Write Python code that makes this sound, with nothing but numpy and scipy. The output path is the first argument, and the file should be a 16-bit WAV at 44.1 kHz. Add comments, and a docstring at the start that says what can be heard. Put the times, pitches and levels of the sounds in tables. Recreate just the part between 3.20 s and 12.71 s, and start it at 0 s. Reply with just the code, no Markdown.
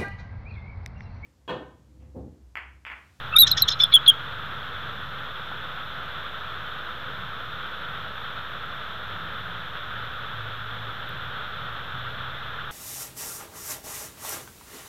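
"""Soft air rush and low rumble come first; almost at once an eagle on its snowy nest in a pine ends a call.
Its shrill whistles are gliding sine tones; its hoarse chitters are rough pulses ringing in the throat.
Shaped noise makes the air in the resonant microphone housing and the rumble; sines make drones and mains hum.
Fading sines make a low thump as the loud whistle overloads the input, later a dull knock and a twig's tick.
The loudest whistles overload the converter, and a treble hiss swells with loud notes."""
import sys
import numpy as np
from scipy import signal
from scipy.fft import rfft, irfft, next_fast_len
from scipy.io import wavfile
from scipy.ndimage import uniform_filter1d, map_coordinates

SR = 44100
rng = np.random.default_rng(int(sys.argv[2]) if len(sys.argv) > 2 else 0)


def bounce(signal):
    """Save signal as a 16-bit WAV file at the path given by the first command-line argument."""
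    frames = np.transpose(np.atleast_2d(signal))
    limited = np.clip(frames, -1, 1)
    pcm = np.round(limited * 32767).astype(np.int16)
    wavfile.write(sys.argv[1], SR, pcm)


N = 419391  # length in samples


def amp(db):
    """Gain of a level in dB."""
    return 10 ** (np.asarray(db) / 20)


def unit(x):
    """x scaled to an rms of 1."""
    return x / np.sqrt(np.mean(x ** 2) + 1e-20)


def along(points, hz):
    """Reads a curve of (Hz, value) points on a log frequency axis."""
    point_hz, value = np.transpose(points)
    return np.interp(np.log(hz + 1), np.log(point_hz + 1), value)


def curves(rows):
    """One value per sample for each column after the time."""
    times, *columns = np.transpose(rows)
    return [np.interp(np.arange(N) / SR, times, column) for column in columns]


def wobble(rate):
    """A smooth random curve through `rate` random points a second."""
    points = rng.standard_normal(int(N * rate / SR) + 4)
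    return map_coordinates(points, [np.arange(N) * rate / SR])


def filtered(x, response):
    """x with each frequency multiplied by response(Hz)."""
    size = next_fast_len(len(x) + 8192)
    return irfft(rfft(x, size) * response(np.fft.rfftfreq(size, 1 / SR)), size)[:len(x)]


def noise(spectrum):
    """Random noise coloured by (Hz, dB) points, at rms 1."""
    return unit(filtered(rng.standard_normal(N), lambda hz: amp(along(spectrum, hz))))


def resonate(x, hz, width):
    """x through one resonance three times over, which makes its slopes steep, at rms 1."""
    return unit(filtered(x, lambda f: (1j * f * width / (hz * hz - f * f + 1j * f * width)) ** 3))


# colour of the air in the microphone housing: pitch_hz [Hz], level_db [dB per Hz, relative]
AIR_COLOUR = [(110, -20), (190, -9), (221, -14.5), (347, -17), (488, -10), (778, -12.5), (1010, -9.5),
              (1330, 1), (1520, -1.5), (2170, -16), (2810, -15.5), (3460, -6.5), (4020, -15), (4540, -26.5),
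              (5000, -40.5), (6500, -83), (11000, -120)]


def air_rush():
    """Air rushing in the housing: noise that its resonances colour, slightly unsteady."""
    level_db = -35 + 0.26 * wobble(1.5) + 0.56 * wobble(30)
    return amp(level_db) * noise(AIR_COLOUR)


# colour of the rumble: pitch_hz [Hz], level_db [dB per Hz, relative]
RUMBLE_COLOUR = [(30, -39.5), (46, -20.5), (72, -2.5), (119, 2), (147, 0.5), (204, -15), (250, -16),
                 (320, -28), (550, -120)]
# loudness of the rumble before its waver: time_s [s], level_db [dB]
RUMBLE_LEVEL = [(0, -40.5), (.9, -46.5), (1.25, -43), (1.8, -45.5), (3, -49), (5.6, -48.5), (8.5, -46.5),
                (9.5, -46.5)]


def low_rumble():
    """Deep noise whose level drifts slowly and wavers."""
    level_db = curves(RUMBLE_LEVEL)[0] + 1.93 * wobble(6)
    return amp(level_db) * noise(RUMBLE_COLOUR)


# mains hum, one pair: pitch_hz [Hz], level_db [dB rms]
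HUM = (60, -51.5)


def mains_hum():
    """One steady sine at the mains frequency."""
    hz, level_db = HUM
    return amp(level_db) * np.sqrt(2) * np.sin(2 * np.pi * hz * np.arange(N) / SR)


# two far drones, before their waver: time_s [s], pitch_hz [Hz], level_db [dB rms]
LOWER_DRONE = [(5.7, 103.6, -47.5), (6.27, 102, -53), (6.36, 113.6, -42.5), (6.6, 106, -55.5),
               (6.87, 115, -41), (7.05, 112, -55), (7.2, 112, -38.5), (7.4, 112, -46.5), (7.6, 113.5, -43),
               (8.3, 118, -62), (8.6, 119.4, -49.5), (8.95, 125, -45), (9.5, 134.3, -47)]
UPPER_DRONE = [(5.75, 172.6, -63), (6.05, 168.7, -46.5), (6.17, 170, -65), (6.3, 169.5, -46.5),
               (6.7, 167, -63)]


def drone(rows):
    """A far low tone: a sine that fades in and out and wavers in pitch and level."""
    hz, level_db = curves(rows)
    t = np.arange(N) / SR
    fade_in = np.clip((t - rows[0][0]) / 0.18, 0, 1)
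    fade_out = np.clip((rows[-1][0] - t) / 0.145, 0, 1)
    level = amp(level_db + 2 * wobble(7.4))
    phase = 2 * np.pi * np.cumsum(hz + 1.38 * wobble(5.4)) / SR
    return fade_in * fade_out * level * np.sqrt(2) * np.sin(phase)


def background():
    """Everything around the bird that is not a short event: air, rumble, drones and hum."""
    return air_rush() + low_rumble() + drone(LOWER_DRONE) + drone(UPPER_DRONE) + mains_hum()


# the twig's tick: start_s [s], level_db [dB at the start]
TICKS = [(7.8917, -33)]


def twig():
    """A dry tick, all treble: a very high sine that dies within about a millisecond."""
    out, t = np.zeros(N), np.arange(4000) / SR
    for start_s, level_db in TICKS:
        fade = amp(level_db - 60 * t / .0012)  # 60 dB down in 1.2 ms
        out[round(start_s * SR):][:len(t)] += fade * np.sin(2 * np.pi * 13200 * t)
    return out


# first the low thump as the loud whistle overloads the input, then a faint dull knock:
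# start_s [s], level_db [dB before the soft onset], pitch_hz [Hz], t60_s [s to fall 60 dB]
THUMP_AND_KNOCK = [(0.223, -22, 149, 0.063), (2.316, -18, 780, 0.014)]


def thump_and_knock():
    """Each is two fading sines with a soft onset, the upper 1.6 times as high and 4 dB weaker."""
    out, t = np.zeros(N), np.arange(4000) / SR
    for start_s, level_db, hz, t60_s in THUMP_AND_KNOCK:
        envelope = amp(level_db - 60 * t / t60_s) * (1 - np.exp(-t / 0.0022))
        tones = np.sin(2 * np.pi * hz * t) + amp(-4) * np.sin(2 * np.pi * 1.6 * hz * t)
        out[round(start_s * SR):][:len(t)] += envelope * tones
    return out


def forest(x, t60):
    """A faint answer of trunks and snow: the sound smeared by a fading tail of noise."""
    t = np.arange(SR // 4) / SR
    fade = amp(-60 * t / t60) * (1 - np.exp(-t / 0.00595))
    tail = noise([(4200, -8), (5200, -5.5)])[:len(t)] * fade
    return signal.fftconvolve(x[:2 * SR], tail / np.linalg.norm(tail))


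# throat resonances: pitch_hz [Hz], width_hz [Hz], level_db [dB], lasts [share of the chitter, 0-1]
THROAT = [(1820, 240, -15, 0.37), (2265, 280, -16.5, 0.23), (3468, 770, -1, 0.97), (4050, 370, -2.5, 1),
          (5170, 600, 0.5, 1), (5610, 340, -0.5, 0.7), (6420, 550, -4.5, 0.63), (7470, 650, -21, 0.542)]
# hoarse chitters: start_s [s], loudest_s [s], end_s [s], level_db [dB before the throat levels],
# brightness_db [dB added to the outer resonances]
CHITTERS = [(0.266, .2755, 0.335, -21, -5), (0.369, .379, 0.42, -22, -1.5), (0.477, 0.49, 0.54, -18, -7),
            (0.589, 0.602, 0.666, -25, -13.5), (0.717, 0.728, 0.76, -21, -33),
            (0.861, 0.8665, 0.9, -22.5, -30)]
LEAD_S, CREST_S, DROP_S = 0.0042, 0.0076, 0.0079  # soft lead-in, loud crest, drop to the rasp [s]


def chitters(rate, scatter, breath, fade_db, rasp_db):
    """Uneven pulses and turbulent air ring in the throat: a quick rise, then a rasp, each band lasting its share."""
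    cycles = np.floor(np.cumsum(rate * np.exp(scatter * wobble(200))) / SR)
    pulses = np.diff(cycles, prepend=0) * amp(1.7 * rng.standard_normal(N))
    source = unit(pulses) + breath * rng.standard_normal(N)
    out, t = np.zeros(N), np.arange(SR) / SR  # all chitters fall in the first second
    shared_rasp = wobble(240)[:SR]
    for hz, width_hz, mode_db, lasts in THROAT:
        unevenness_db = rasp_db * (.5 * shared_rasp + wobble(146.7)[:SR])
        band = resonate(source, hz, width_hz)[:SR] * amp(mode_db + unevenness_db)
        outer = abs(hz - 3800) > 800  # a narrower beak dims these
        for start, loudest, end, level_db, brightness_db in CHITTERS:
            tail = lasts * max(end - loudest, 0)
            steps = [start - LEAD_S, LEAD_S, loudest - start - CREST_S / 2, CREST_S,
                     DROP_S, .7 * tail, 0.32 * tail + 0.0022]
            shape_db = [-45, -20, 0, 0, fade_db, fade_db + 2.5, -42]
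            envelope_db = np.interp(t, np.cumsum(steps), shape_db, -200, -200)
            out[:SR] += amp(level_db + envelope_db + brightness_db * outer) * band
    return out


# main whistles, one curve each: time_s [s], pitch_hz [Hz], effort_db [dB]
WHISTLES = [
    [(.118, 2580, -40), (.134, 2620, -32), (.142, 2660, -20.5), (.151, 2620, -36.5)],
    [(.157, 3627, -25.5), (.1635, 3680, -12), (.1655, 3670, 2), (.168, 3650, -2), (.172, 3720, -5),
     (.176, 3680, -15), (.182, 3940, -22)],
    [(.161, 4900, -40), (.174, 5200, -31), (.186, 5450, -38)],
    [(.164, 5800, -47), (.176, 6400, -40), (.183, 6600, -38)],
    [(.182, 3760, -14), (.188, 3830, 3), (.196, 3960, 10.5), (.208, 3950, 9), (.226, 3780, 0),
     (.238, 3640, -4), (.243, 3680, -12), (.26, 3604, -34)],
    [(.312, 4040, -10.5), (.316, 4070, -3.5), (.327, 4000, -3.5), (.33, 3770, -13), (.343, 3800, -31)],
    [(.419, 4030, -5), (.423, 4090, 5), (.431, 4050, -3), (.434, 3950, -12), (.438, 3770, -21),
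     (.45, 3760, -29)],
    [(.597, 3495, -23.5), (.604, 3450, -9), (.609, 3490, -14), (.633, 3520, -19), (.636, 3430, -3),
     (.64, 3420, -4), (.648, 3500, -18), (.662, 3400, -25)],
    [(.729, 3460, -27), (.736, 3470, -19), (.74, 3385, 2), (.758, 3380, 1), (.767, 3200, -4.5),
     (.771, 3160, -10.5), (.784, 3100, -32)],
    [(.874, 3600, -27), (.881, 3338, 4), (.889, 3256, 0.5), (.896, 3254, 2), (.903, 3280, -10.5),
     (.907, 3130, -8), (.917, 3070, -27.5), (.936, 3210, -36)],
]
# soft level peeps around them: start_s [s], length_s [s], pitch_hz [Hz], level_db [dB before the droop]
PEEPS = [(.125, 0.0094, 1330, -22), (0.143, 0.025, 1310, -21.5), (.162, 0.016, 2345, -22.5),
         (0.165, 0.018, 1407, -19), (.264, .014, 1800, -26.5), (.368, 0.018, 1820, -28.5),
         (0.599, 0.012, 2300, -28), (0.722, 0.011, 2300, -29), (.27, .012, 3420, -17),
         (0.379, .013, 3450, -20.5), (0.478, .014, 3400, -15), (0.412, .012, 5400, -20.5),
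         (.284, 0.0149, 5250, -24.5), (0.393, 0.011, 5480, -22), (0.5, 0.013, 5300, -15),
         (0.512, 0.0091, 3590, -14), (0.521, 0.026, 4055, -17), (0.61, 0.033, 5290, -18)]
# moments when the whistle catches: time_s [s], lost [share of the tone, 0-1]
CATCHES = [(0.1948, 0.9), (0.2268, .95), (0.321, .8), (0.3254, 0.42), (.3295, 0.76), (0.43, .5),
           (0.634, .7), (.643, .9), (.647, 0.7), (.748, .6), (0.7637, 0.82), (0.77, .4), (0.242, .6),
           (0.905, 0.7)]
CATCH_S = .0015  # from the middle of a catch to where its depth is down to 37 % [s]


def whistles(rise, fall, droop_db, octave_db, flutter_db, jitter_hz):
    """Near-pure notes follow pitch and effort, slightly unsteady; the octave grows with effort."""
    out, t = np.zeros(N), np.arange(N) / SR
    flutter = amp(flutter_db * wobble(300))
    jitter = jitter_hz * wobble(500)
    octave = amp(octave_db + 3.75 * wobble(880))  # comes and goes quickly
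    for time_s, lost in CATCHES:
        flutter = flutter * (1 - lost * np.exp(-((t - time_s) / CATCH_S) ** 2))
    peeps = [[(start, hz, db), (start + length, hz, db - droop_db)] for start, length, hz, db in PEEPS]
    for rows in WHISTLES + peeps:
        at = np.arange(round(rows[0][0] * SR), round(rows[-1][0] * SR))
        note_t = (at - at[0]) / SR
        pitch, effort_db = [curve[at] for curve in curves(rows)]
        phase = 2 * np.pi * (np.cumsum(pitch + jitter[at]) / SR + rng.random())
        edges = np.clip(note_t / rise, 0, 1) * np.clip((note_t[-1] - note_t) / fall, 0, 1)
        effort = amp(effort_db) * np.sin(np.pi / 2 * edges) ** 2 * flutter[at]
        out[at] += effort * (np.sin(phase) + effort ** .5 * octave[at] * np.cos(2 * phase))
    return out


def scene():
    """The bird, its echo and the place, added together."""
    bird = whistles(rise=0.0039, fall=0.002877, droop_db=6.5, octave_db=-33, flutter_db=2.5, jitter_hz=30.47)
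    bird = bird + chitters(rate=330, scatter=.35, breath=0.3, fade_db=-13.5, rasp_db=3.2)
    echo = forest(bird, t60=0.4)
    echo = amp(-28.5) * np.pad(echo, (0, N - len(echo)))
    return (bird + echo + background() + twig() + thump_and_knock())[None]


# converter, three whole numbers: up, down [SR * up / down is the analogue stage], step [keep every step-th point]
CONVERTER = (320, 147, 3)
# tone of the output stage: pitch_hz [Hz], gain_db [dB]
TONE = [(3300, -0.5), (3680, -0.8), (4000, -5.5), (4250, -6), (4600, -9), (5200, -6), (6500, -5),
        (9500, -7.5), (11800, 3.5), (13500, 5.5), (16000, -1.5)]
# colour of the circuit hiss: pitch_hz [Hz], level_db [dB per Hz, relative]
HISS_COLOUR = [(2820, -28), (4800, -4), (5290, -1.5), (6500, -9), (9250, -16), (10000, -15.5), (12100, -6),
               (13700, -4.5), (14500, -9), (15200, -21)]
# colour of the treble hiss that swells with loud notes: pitch_hz [Hz], level_db [dB per Hz, relative]
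SWELL_COLOUR = [(7000, -39), (9000, -22), (10500, -4), (13000, 6), (15700, -2.5)]


def record(dry):
    """The input clips and some overtones fold back; then tone, two hisses, a constant offset, band limit."""
    up, down, step = CONVERTER
    fine = signal.resample_poly(dry[0], up, down)
    top, knee = amp(-5.0), 6.0  # clipping level, sharpness of the bend
    clipped = fine / (1 + np.abs(fine / top) ** knee) ** (1 / knee)
    smooth = np.repeat(signal.resample_poly(clipped, 1, step), step)[:len(clipped)]
    # a weak filter lets part of the overtones through, and sampling folds them down
    sampled = (smooth + amp(-9.0) * (clipped - smooth))[::step]
    x = signal.resample_poly(sampled, down * step, up)[:N]
    x = filtered(np.pad(x, (0, N - len(x))), lambda hz: amp(along(TONE, hz)))
    hiss = amp(-65) * noise(HISS_COLOUR)
    power = np.abs(uniform_filter1d(np.abs(uniform_filter1d(dry[0] ** 2, 130)), 130))  # over a few ms
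    loudness = power ** .95 / (1 + power ** .95)  # nears 1 when very loud
    swelling_hiss = amp(-25.0) * loudness * noise(SWELL_COLOUR)
    return filtered(x + hiss + swelling_hiss + amp(-40), lambda hz: hz < 15850)[None]  # cut from 15850 Hz up


dry = scene()
out = record(dry)
bounce(out)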